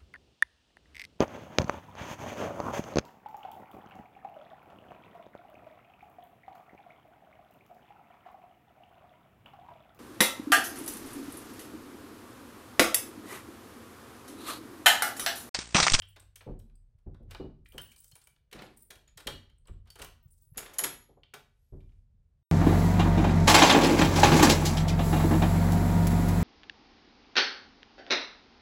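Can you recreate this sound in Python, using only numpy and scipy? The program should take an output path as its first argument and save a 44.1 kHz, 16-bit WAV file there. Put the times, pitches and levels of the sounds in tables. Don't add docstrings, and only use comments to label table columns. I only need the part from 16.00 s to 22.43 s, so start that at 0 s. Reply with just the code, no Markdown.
import sys
import numpy as np
from scipy import signal
from scipy.fft import rfft, irfft
from scipy.io import wavfile
from scipy.ndimage import uniform_filter1d

SR = 44100
rng = np.random.default_rng(int(sys.argv[2]) if len(sys.argv) > 2 else 0)


def to_wav(s):
    ch = np.atleast_2d(s).T
    pcm = np.round(np.clip(ch, -1, 1) * 32767)
    wavfile.write(sys.argv[1], SR, pcm.astype(np.int16))


N = 283563


def undb(db):
    return 10 ** (np.asarray(db) / 20)


def unit_rms(x):
    return x / np.sqrt(np.mean(x ** 2))


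def coloured(spectrum):
    hz, db = np.transpose(spectrum)
    bin_hz = np.maximum(np.fft.rfftfreq(N, 1 / SR), 1)
    gain = undb(np.interp(np.log(bin_hz), np.log(hz), db))
    return unit_rms(irfft(rfft(rng.standard_normal(N)) * gain, N))


def band(lo_hz, hi_hz):
    sos = signal.butter(3, [lo_hz, hi_hz], "bandpass", fs=SR, output="sos")
    return unit_rms(signal.sosfilt(sos, rng.standard_normal(N)))


def level_curve(points):
    points = np.array(points)
    db = np.interp(np.arange(N) / SR, points[:, 0], points[:, -1], left=-200, right=-200)
    return uniform_filter1d(undb(db), size=400)


def grit(per_s, spread_db, smear_s):
    size_db = spread_db * np.minimum(rng.exponential(size=N), 2)
    hits = undb(size_db) * (rng.random(N) < per_s / SR)
    return unit_rms(signal.lfilter([1], [1, -np.exp(-1 / (smear_s * SR))], hits))


def bursts(start_s, db, t60_s, rise_share):
    env = np.zeros(N)
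    for start, gain, length_s in zip((start_s * SR).astype(int), undb(db), np.clip(t60_s, .004, .6)):
        age = np.arange(min(int(length_s * SR), N - start)) / SR / length_s
        attack = (1 - np.exp(-age / rise_share)) ** 2
        env[start:start + len(age)] += gain * attack * np.exp(-np.log(1000) * age)
    return env


def ring(parts, blows, scatter_db, detune, rise_s, slow_share, flutter):
    hz, mode_db, t60_s = np.concatenate(parts).T[:, :, None]
    part_of_mode = np.repeat(np.arange(len(parts)), [len(p) for p in parts])
    out = np.zeros(N)
    for start_s, *part_db in blows:
        level_draw, pitch_draw, phase = rng.standard_normal((3, len(hz), 1))
        gain = undb(np.array(part_db)[part_of_mode, None] + mode_db + scatter_db * level_draw)
        start = int(start_s * SR)
        t = np.arange(min(int(t60_s.max() * SR), N - start)) / SR
        decay = np.exp(-np.log(1000) * t / t60_s)
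        env = (1 - np.exp(-t / rise_s)) ** 2 * (slow_share * decay + (1 - slow_share) * decay ** 4)
        wave = np.sin(2 * np.pi * hz * t * (1 + detune * pitch_draw) + phase)
        out[start:start + len(t)] += (gain * env * wave).sum(axis=0)
    return out * (1 + flutter * band(hz.mean() / 300, hz.mean() / 50))


def hush(level_db=-80):
    # frequency in Hz, relative density in dB.
    spectrum = [(76, -25.5), (130, 0), (282, -27), (437, -21), (588, -24.5), (825, -31), (1590, -35.5),
                (9310, -46), (15000, -59.5)]
    return undb(level_db) * coloured(spectrum)


def rumble():
    # frequency in Hz, relative density in dB.
    spectrum = [(12, -47), (20, -13), (38, -1), (97, -8.5), (124, -14), (155, -19), (184, -28),
                (250, -31.5), (320, -53), (550, -120)]
    # time in seconds, level in dB.
    levels = [(0.0, -66.5), (1.14, -65), (1.31, -49.5), (2.2, -74), (3.81, -61.5), (5.64, -71),
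              (5.87, -56.5), (6.43, -69)]
    return coloured(spectrum) * level_curve(levels)


def hum(hz=96):
    # time in seconds, level in dB.
    levels = [(0.0, -58), (0.376, -68), (0.46, -59)]
    return np.sqrt(2) * level_curve(levels) * np.sin(2 * np.pi * hz * np.arange(N) / SR)


def keys(neighbour_db=-9.5, top_key_db=12):
    # frequency in Hz, level in dB, t60 in seconds.
    modes = [
        [(7740, -4, 0.14), (8480, -3.5, 0.14), (8800, -7.5, 0.069)],
        [(9290, -6.5, 0.27), (9350, -8, 0.15), (10170, -12, 0.16)],
        [(13900, -4.5, 0.2)],
        [(15810, -13, 0.36), (15100, -13, 0.18)],
    ]
    # start in seconds, level in dB, place from 0 (lowest key) to 3 (highest).
    chinks = [(.0727, -59, 0.11), (.0857, -53.5, 1.35), (.2004, -52, 0.16), (.3571, -48.5, 0.58),
              (.5876, -68, 0.048), (.7522, -61, 0.086), (1.6851, -52, 1.06), (1.7214, -53, 1.5),
              (1.8143, -38.5, 1.3), (1.9174, -55, 1.1), (1.9644, -57, 1.1), (2.0018, -49, 1.5),
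              (2.0443, -56.5, 0.9), (2.0744, -60, .6), (2.1535, -41.5, 1), (2.238, -50, 0.11),
              (2.2732, -56.5, 1.1), (2.7714, -45, 0.82), (2.7894, -56, .9), (2.82, -44, 0.97),
              (3.5814, -71, .1), (3.6701, -57, .1), (4.0494, -62, 2.4), (4.2268, -63, 2.9),
              (4.3051, -51.5, 1.1), (4.3186, -53, 0.99), (4.4179, -57.5, 2)]
    # time in seconds, level in dB.
    jangles = [
        [(0.0, -67), (0.032, -74), (0.35, -113)],
        [(1.65, -79), (1.988, -65.5), (2.4, -101)],
        [(2.72, -108), (2.776, -62), (2.9, -101)],
        [(4.28, -75.5), (4.36, -78.5), (4.46, -77)],
    ]
    ticks = band(4350, 15600) * grit(per_s=96, spread_db=3.1, smear_s=0.0075)
    shimmer = sum(undb(db) * unit_rms(signal.lfilter(*signal.iirpeak(hz, Q=90, fs=SR), ticks))
                  for hz, db, _ in np.concatenate(modes))
    rattle = unit_rms(ticks + 0.75 * shimmer) * sum(level_curve(spell) for spell in jangles)
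    start_s, chink_db, place = np.transpose(chinks)
    key = np.arange(len(modes))[:, None]
    key_db = chink_db + neighbour_db * np.abs(key - place) + top_key_db * (key == key.max())
    return rattle + ring(modes, np.column_stack([start_s, *key_db]),
                         scatter_db=3.8, detune=0.001, rise_s=0.00098, slow_share=0.048, flutter=0.7)


def lock(contact_db=-6.5, edge_db=-2.5, glint_db=-6, wood_db=-3, falloff_db_per_octave=-26):
    # start in seconds, level in dB, offsets in dB for wood, brightness and case ring,
    # favoured pitch in Hz, contact t60 in seconds.
    clicks = [(0.02, -42.5, -14, -17, -2.5, 3040, 0.036), (0.16, -44, -5.5, -13, -4, 1810, 0.042),
              (0.197, -51.5, -19, -2.5, -1, 4270, 0.028), (0.2265, -59, 0, -10, 3, 1270, 0.018),
              (0.3566, -45.5, -17, -1, -3, 2660, 0.043), (0.407, -47.5, -2, -33, 10.5, 1770, 0.042),
              (0.5124, -88, 21, -15, -4, 1220, 0.025), (0.5904, -73.5, -11, 12, 1, 4850, 0.047),
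              (0.5965, -57.5, -20, -20, -4, 1910, 0.024), (0.6956, -65, -5, -17, -15, 1240, 0.029),
              (0.754, -80, -18, -3, 5, 4740, 0.027), (0.9835, -74.5, -5, -6.5, 3, 1550, 0.045),
              (1.1436, -55.5, -2, -13.5, 4, 1350, 0.03), (1.2294, -80, -9, 2, -11, 1290, 0.029),
              (1.3075, -37.5, -19, -8.5, -8, 1810, 0.042), (1.3466, -33.5, -3.5, -19, 1, 1840, 0.022),
              (1.6584, -49, -26, -36, 3, 1950, 0.03), (1.72, -58, 1.5, -6.5, 3, 2900, 0.092),
              (1.7786, -33, -8.5, -7, -1.5, 2990, 0.032), (1.8164, -61, -2, -1, -13, 3000, 0.031),
              (1.9154, -52, -18, -3, -2, 2480, 0.062), (1.9615, -57.5, -8, 2, -1.5, 4560, 0.02),
              (2.0426, -58, -9, 6, -4, 4220, 0.031), (2.1128, -54, -11, 3, 7, 4300, 0.032),
              (2.153, -50, -6.5, -1, -2, 2380, 0.038), (2.2129, -59.5, -8, -1, 9.5, 4820, 0.059),
              (2.2705, -51, -10.5, 0, 3, 1790, 0.026), (2.361, -63, -7, -17, -10, 2950, 0.023),
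              (2.5126, -49, -22, -9.5, 1.5, 3250, 0.036), (2.5271, -38, -15, -8, 6, 2010, 0.033),
              (2.5868, -37.5, -7, -27, -7, 1990, 0.048), (2.6186, -37.5, -20, -12.5, -5.5, 2350, 0.042),
              (2.66, -48, -24, -17, -8, 2450, 0.04), (2.903, -38.5, -13.5, -6.5, -12, 4550, 0.048),
              (2.954, -50, -15, -7, -4, 2460, 0.035), (3.074, -54, -14.5, -13, -4, 2560, 0.052),
              (3.1724, -37.5, -10, -6, -2, 4500, 0.045), (3.2014, -43, -7, -7.5, -2, 1400, 0.037),
              (3.2692, -23, -7.5, -10, -3, 3080, 0.038), (3.4965, -58, -13.5, -12, -5, 3030, 0.033),
              (3.6547, -63.5, 1, -7.5, 1.5, 4160, 0.031), (3.671, -55.5, -3.5, -11, -4.5, 2880, 0.044),
              (3.6815, -55, 0, -16, -6, 2250, 0.025), (3.8544, -65, 1.5, -13, -22.5, 2230, 0.051),
              (3.87, -55.5, -10, -13, -4, 1310, 0.07), (3.902, -47.5, -30, -1, -1, 4370, 0.028),
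              (3.9548, -44.5, -5, -6, -7, 3100, 0.04), (3.9868, -41.5, -1.5, -8.5, -2, 1270, 0.085),
              (4.0165, -37, -8, -3.5, -5, 3200, 0.047), (4.0459, -43, -17, 4, -1.5, 3140, 0.018),
              (4.5768, -27, -17, -0.5, -3.5, 2270, 0.037), (4.6598, -36, -11, -14, -19, 1750, 0.024),
              (4.7335, -47, -8, 1, -8, 2300, 0.074), (4.783, -25.5, -8, -2, -8, 3640, 0.066),
              (4.837, -22.5, -11, -5.5, -6, 2220, 0.057), (5.233, -50, -14, -31, -2.5, 3240, 0.026),
              (5.3368, -37.5, -5, -7, 4, 1590, 0.053), (5.8042, -63, -7.5, -18, -4.5, 2286, 0.046),
              (5.891, -71, -5, -21.5, -5, 2220, 0.036), (5.9198, -68.5, -8.5, -22, 4, 2246, 0.035)]
    # frequency in Hz, level in dB, t60 in seconds.
    case_modes = [
        [(1387, -11.5, 0.092), (1957, -8.5, 0.05), (2300, -4, .1)],
        [(2880, -6, 0.2), (3130, -5, 0.18), (2950, -5, .08), (3450, -7.5, 0.059)],
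        [(4360, -6, 0.12), (4720, -2.5, 0.07), (5140, -4.5, 0.063)],
    ]
    start_s, db, wood_offset_db, bright_db, ring_db, pitch_hz, t60_s = np.transpose(clicks)
    chatter = 1.3 + 0.9 * grit(per_s=600, spread_db=4, smear_s=0.002)
    contact = band(1500, 4300) * bursts(start_s, db + contact_db, t60_s, 0.089)
    edge = band(5000, 10000) * bursts(start_s, db + bright_db + edge_db, 0.73 * t60_s, 0.074)
    glint = band(9500, 14900) * bursts(start_s, db + 1.32 * bright_db + glint_db, 0.76 * t60_s, 0.04)
    wood = band(300, 1500) * bursts(start_s, db + wood_offset_db + wood_db, 2.8 * t60_s, 0.036)
    modes = np.concatenate(case_modes)[:, None]
    octaves_off = np.abs(np.log2(modes[:, :, 0] / pitch_hz))
    mode_db = db + ring_db + falloff_db_per_octave * octaves_off
    case = ring(modes, np.column_stack([start_s, *mode_db]),
                scatter_db=3.4, detune=0.02, rise_s=0.00071, slow_share=0.0804, flutter=1.0)
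    return chatter * (contact + edge + glint) + wood + case


def door_thuds():
    # start in seconds, level in dB, hardness in dB, knock t60 in seconds.
    thuds = [(0.462, -37.5, 1.5, 0.12), (.488, -43.5, -8, 0.074), (1.062, -43, -4, 0.098),
             (1.195, -54.5, -12.5, 0.23), (1.397, -36, 4, 0.071), (1.439, -40, -1, 0.075),
             (1.74, -49, 4.5, 0.14), (2.54, -50, 7.5, 0.25), (2.56, -57.5, -2.5, 0.52),
             (2.616, -54.5, 10.5, 0.11), (2.895, -64.5, 11, 0.25), (3.26, -44.5, 4.5, 0.16),
             (3.328, -58.5, -9.5, .046), (3.695, -49.5, -9.5, 0.049), (4, -46, 1.5, 0.047),
             (4.566, -47.5, 7.5, 0.068), (4.816, -46, 11, 0.21), (5.087, -58.5, 6, 0.11),
             (5.168, -62, 11.5, 0.059), (5.332, -57.5, 10.5, 0.092), (5.722, -45.5, -5, 0.15)]
    # frequency in Hz, level in dB, t60 in seconds.
    modes = [
        [(34.22, -4.5, 1), (53.48, -2, 0.81), (91, -3.5, 0.6)],
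        [(147.5, -9.5, 0.53), (226, -9, 0.3)],
        [(392.7, -9, 0.19), (520.3, -8, 0.14)],
    ]
    start_s, panel_db, hard_db, t60_s = np.transpose(thuds)
    boom_db = panel_db - hard_db
    knock_db = panel_db + 1.39 * hard_db - 2
    panel = band(120, 450) * bursts(start_s, panel_db, 1.53 * t60_s, 0.017)
    knock = band(330, 900) * bursts(start_s, knock_db, t60_s, 0.13)
    leaf = ring(modes, np.column_stack([start_s, boom_db, panel_db, knock_db]),
                scatter_db=0.77, detune=0.0012, rise_s=0.0043, slow_share=0.74, flutter=0.4)
    return leaf + panel + knock


def squeaks():
    # time in seconds, pitch in Hz, level in dB.
    glides = [
        [(0.64, 10600, -105), (0.696, 11160, -94), (0.74, 10500, -115)],
        [(4.43, 10840, -91.5), (4.518, 11150, -76), (4.56, 11400, -82)],
        [(5.55, 11300, -108), (5.618, 11360, -90.5), (5.9, 11930, -103)],
    ]
    # time in seconds, pitch in Hz, level in dB.
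    upper_glide = [(4.432, 13308, -93), (4.54, 14084, -78.5), (4.56, 13923, -89)]
    out = np.zeros(N)
    for glide in [*glides, upper_glide]:
        time_s, hz, _ = np.transpose(glide)
        waver = 1 + 0.029 * uniform_filter1d(rng.standard_normal(N), 300)
        phase = 2 * np.pi * np.cumsum(np.interp(np.arange(N) / SR, time_s, hz) * waver) / SR
        flutter = 1 + 0.5 * band(14, 120)
        out += np.sqrt(2) * level_curve(glide) * flutter * np.sin(phase)
    return out


def handling_bumps(cycles=2.4):
    # start in seconds, level in dB, pitch in Hz.
    bumps = [(0.943, -53, 91), (2.126, -53, 114), (2.398, -65, 71.6), (2.956, -56, 98), (3.158, -53.5, 128),
             (4.252, -45.5, 111), (4.515, -45, 114), (5.619, -62.5, 96), (6.137, -60, 150.2)]
    out = np.zeros(N)
    for start_s, db, hz in bumps:
        start = int(start_s * SR)
        phase = 2 * np.pi * hz * np.arange(int(cycles * SR / hz)) / SR
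        out[start:start + len(phase)] += undb(db) * np.hanning(len(phase)) * np.sin(phase)
    return out


def metal_drag():
    # time in seconds, level in dB.
    slides = [
        [(1.28, -88), (1.316, -55.5), (1.5, -102)],
        [(2.52, -77), (2.53, -51), (2.75, -72)],
        [(3.98, -67), (4.026, -71), (4.15, -117)],
        [(4.54, -82), (4.572, -53), (4.78, -57)],
    ]
    noise = coloured([(200, -7.5), (450, 3.5), (2000, -1.5), (5000, -14), (10000, -20), (16000, -31)])
    rasp = 0.6 + grit(per_s=400, spread_db=7, smear_s=0.003)
    return unit_rms(noise * rasp) * sum(level_curve(slide) for slide in slides)


def latch():
    # frequency in Hz, level in dB, t60 in seconds.
    modes = [
        [(6860, -7.5, 0.46), (6950, -7, 0.12), (8600, -17.5, 0.11)],
        [(10500, -13.5, 0.14), (10820, -5, 0.2), (11300, -8, 0.082), (11400, -9, 0.1), (11260, -4, 0.36),
         (11600, -7.5, .12)],
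    ]
    # start in seconds, low group level in dB, high group level in dB.
    clanks = [(2.6424, -61, -59), (3.0772, -56, -76), (4.5725, -34, -31), (4.7373, -52, -51.5),
              (4.784, -23, -19), (4.7999, -39, -38), (4.836, -23.5, -22)]
    return ring(modes, clanks, scatter_db=1.5, detune=0.0006, rise_s=0.0009, slow_share=0.14, flutter=0.45)


def door_swing():
    # time in seconds, level in dB.
    levels = [(5.42, -102.5), (5.6, -90.5), (5.95, -92), (6.05, -100)]
    return band(1600, 11800) * level_curve(levels)


def hallway(direct, tail_db=-6.5, build_s=0.0073):
    # frequency in Hz, t60 in seconds.
    decay_times = [(150, 0.57), (500, 0.33), (1500, 0.36), (4000, 0.39), (9000, 0.27), (14000, 0.29)]
    hall_hz, hall_t60_s = np.transpose(decay_times)
    t = np.arange(int(0.75 * SR)) / SR
    tail = np.zeros(len(t))
    for hz in 60 * 2 ** np.arange(0, 8.1, .5):
        t60_s = np.interp(np.log(hz), np.log(hall_hz), hall_t60_s)
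        sos = signal.butter(3, [hz / 2 ** .25, hz * 2 ** .25], "bandpass", fs=SR, output="sos")
        tail += signal.sosfilt(sos, rng.standard_normal(len(t))) * np.exp(-np.log(1000) * t / t60_s)
    tail *= 1 - np.exp(-(t / build_s) ** 2)
    tail /= np.sqrt(np.sum(tail ** 2))
    return direct + undb(tail_db) * signal.fftconvolve(direct, tail)[:N]


def scene():
    near = lock() + keys() + latch() + door_thuds() + door_swing() + metal_drag() + squeaks()
    lows = hum() + rumble() + handling_bumps()
    return (hallway(near) + lows + hush())[None]


def record(dry):
    return signal.sosfilt(signal.ellip(10, .2, 70, 16000, fs=SR, output="sos"), dry)


dry = scene()
out = record(dry)
to_wav(out)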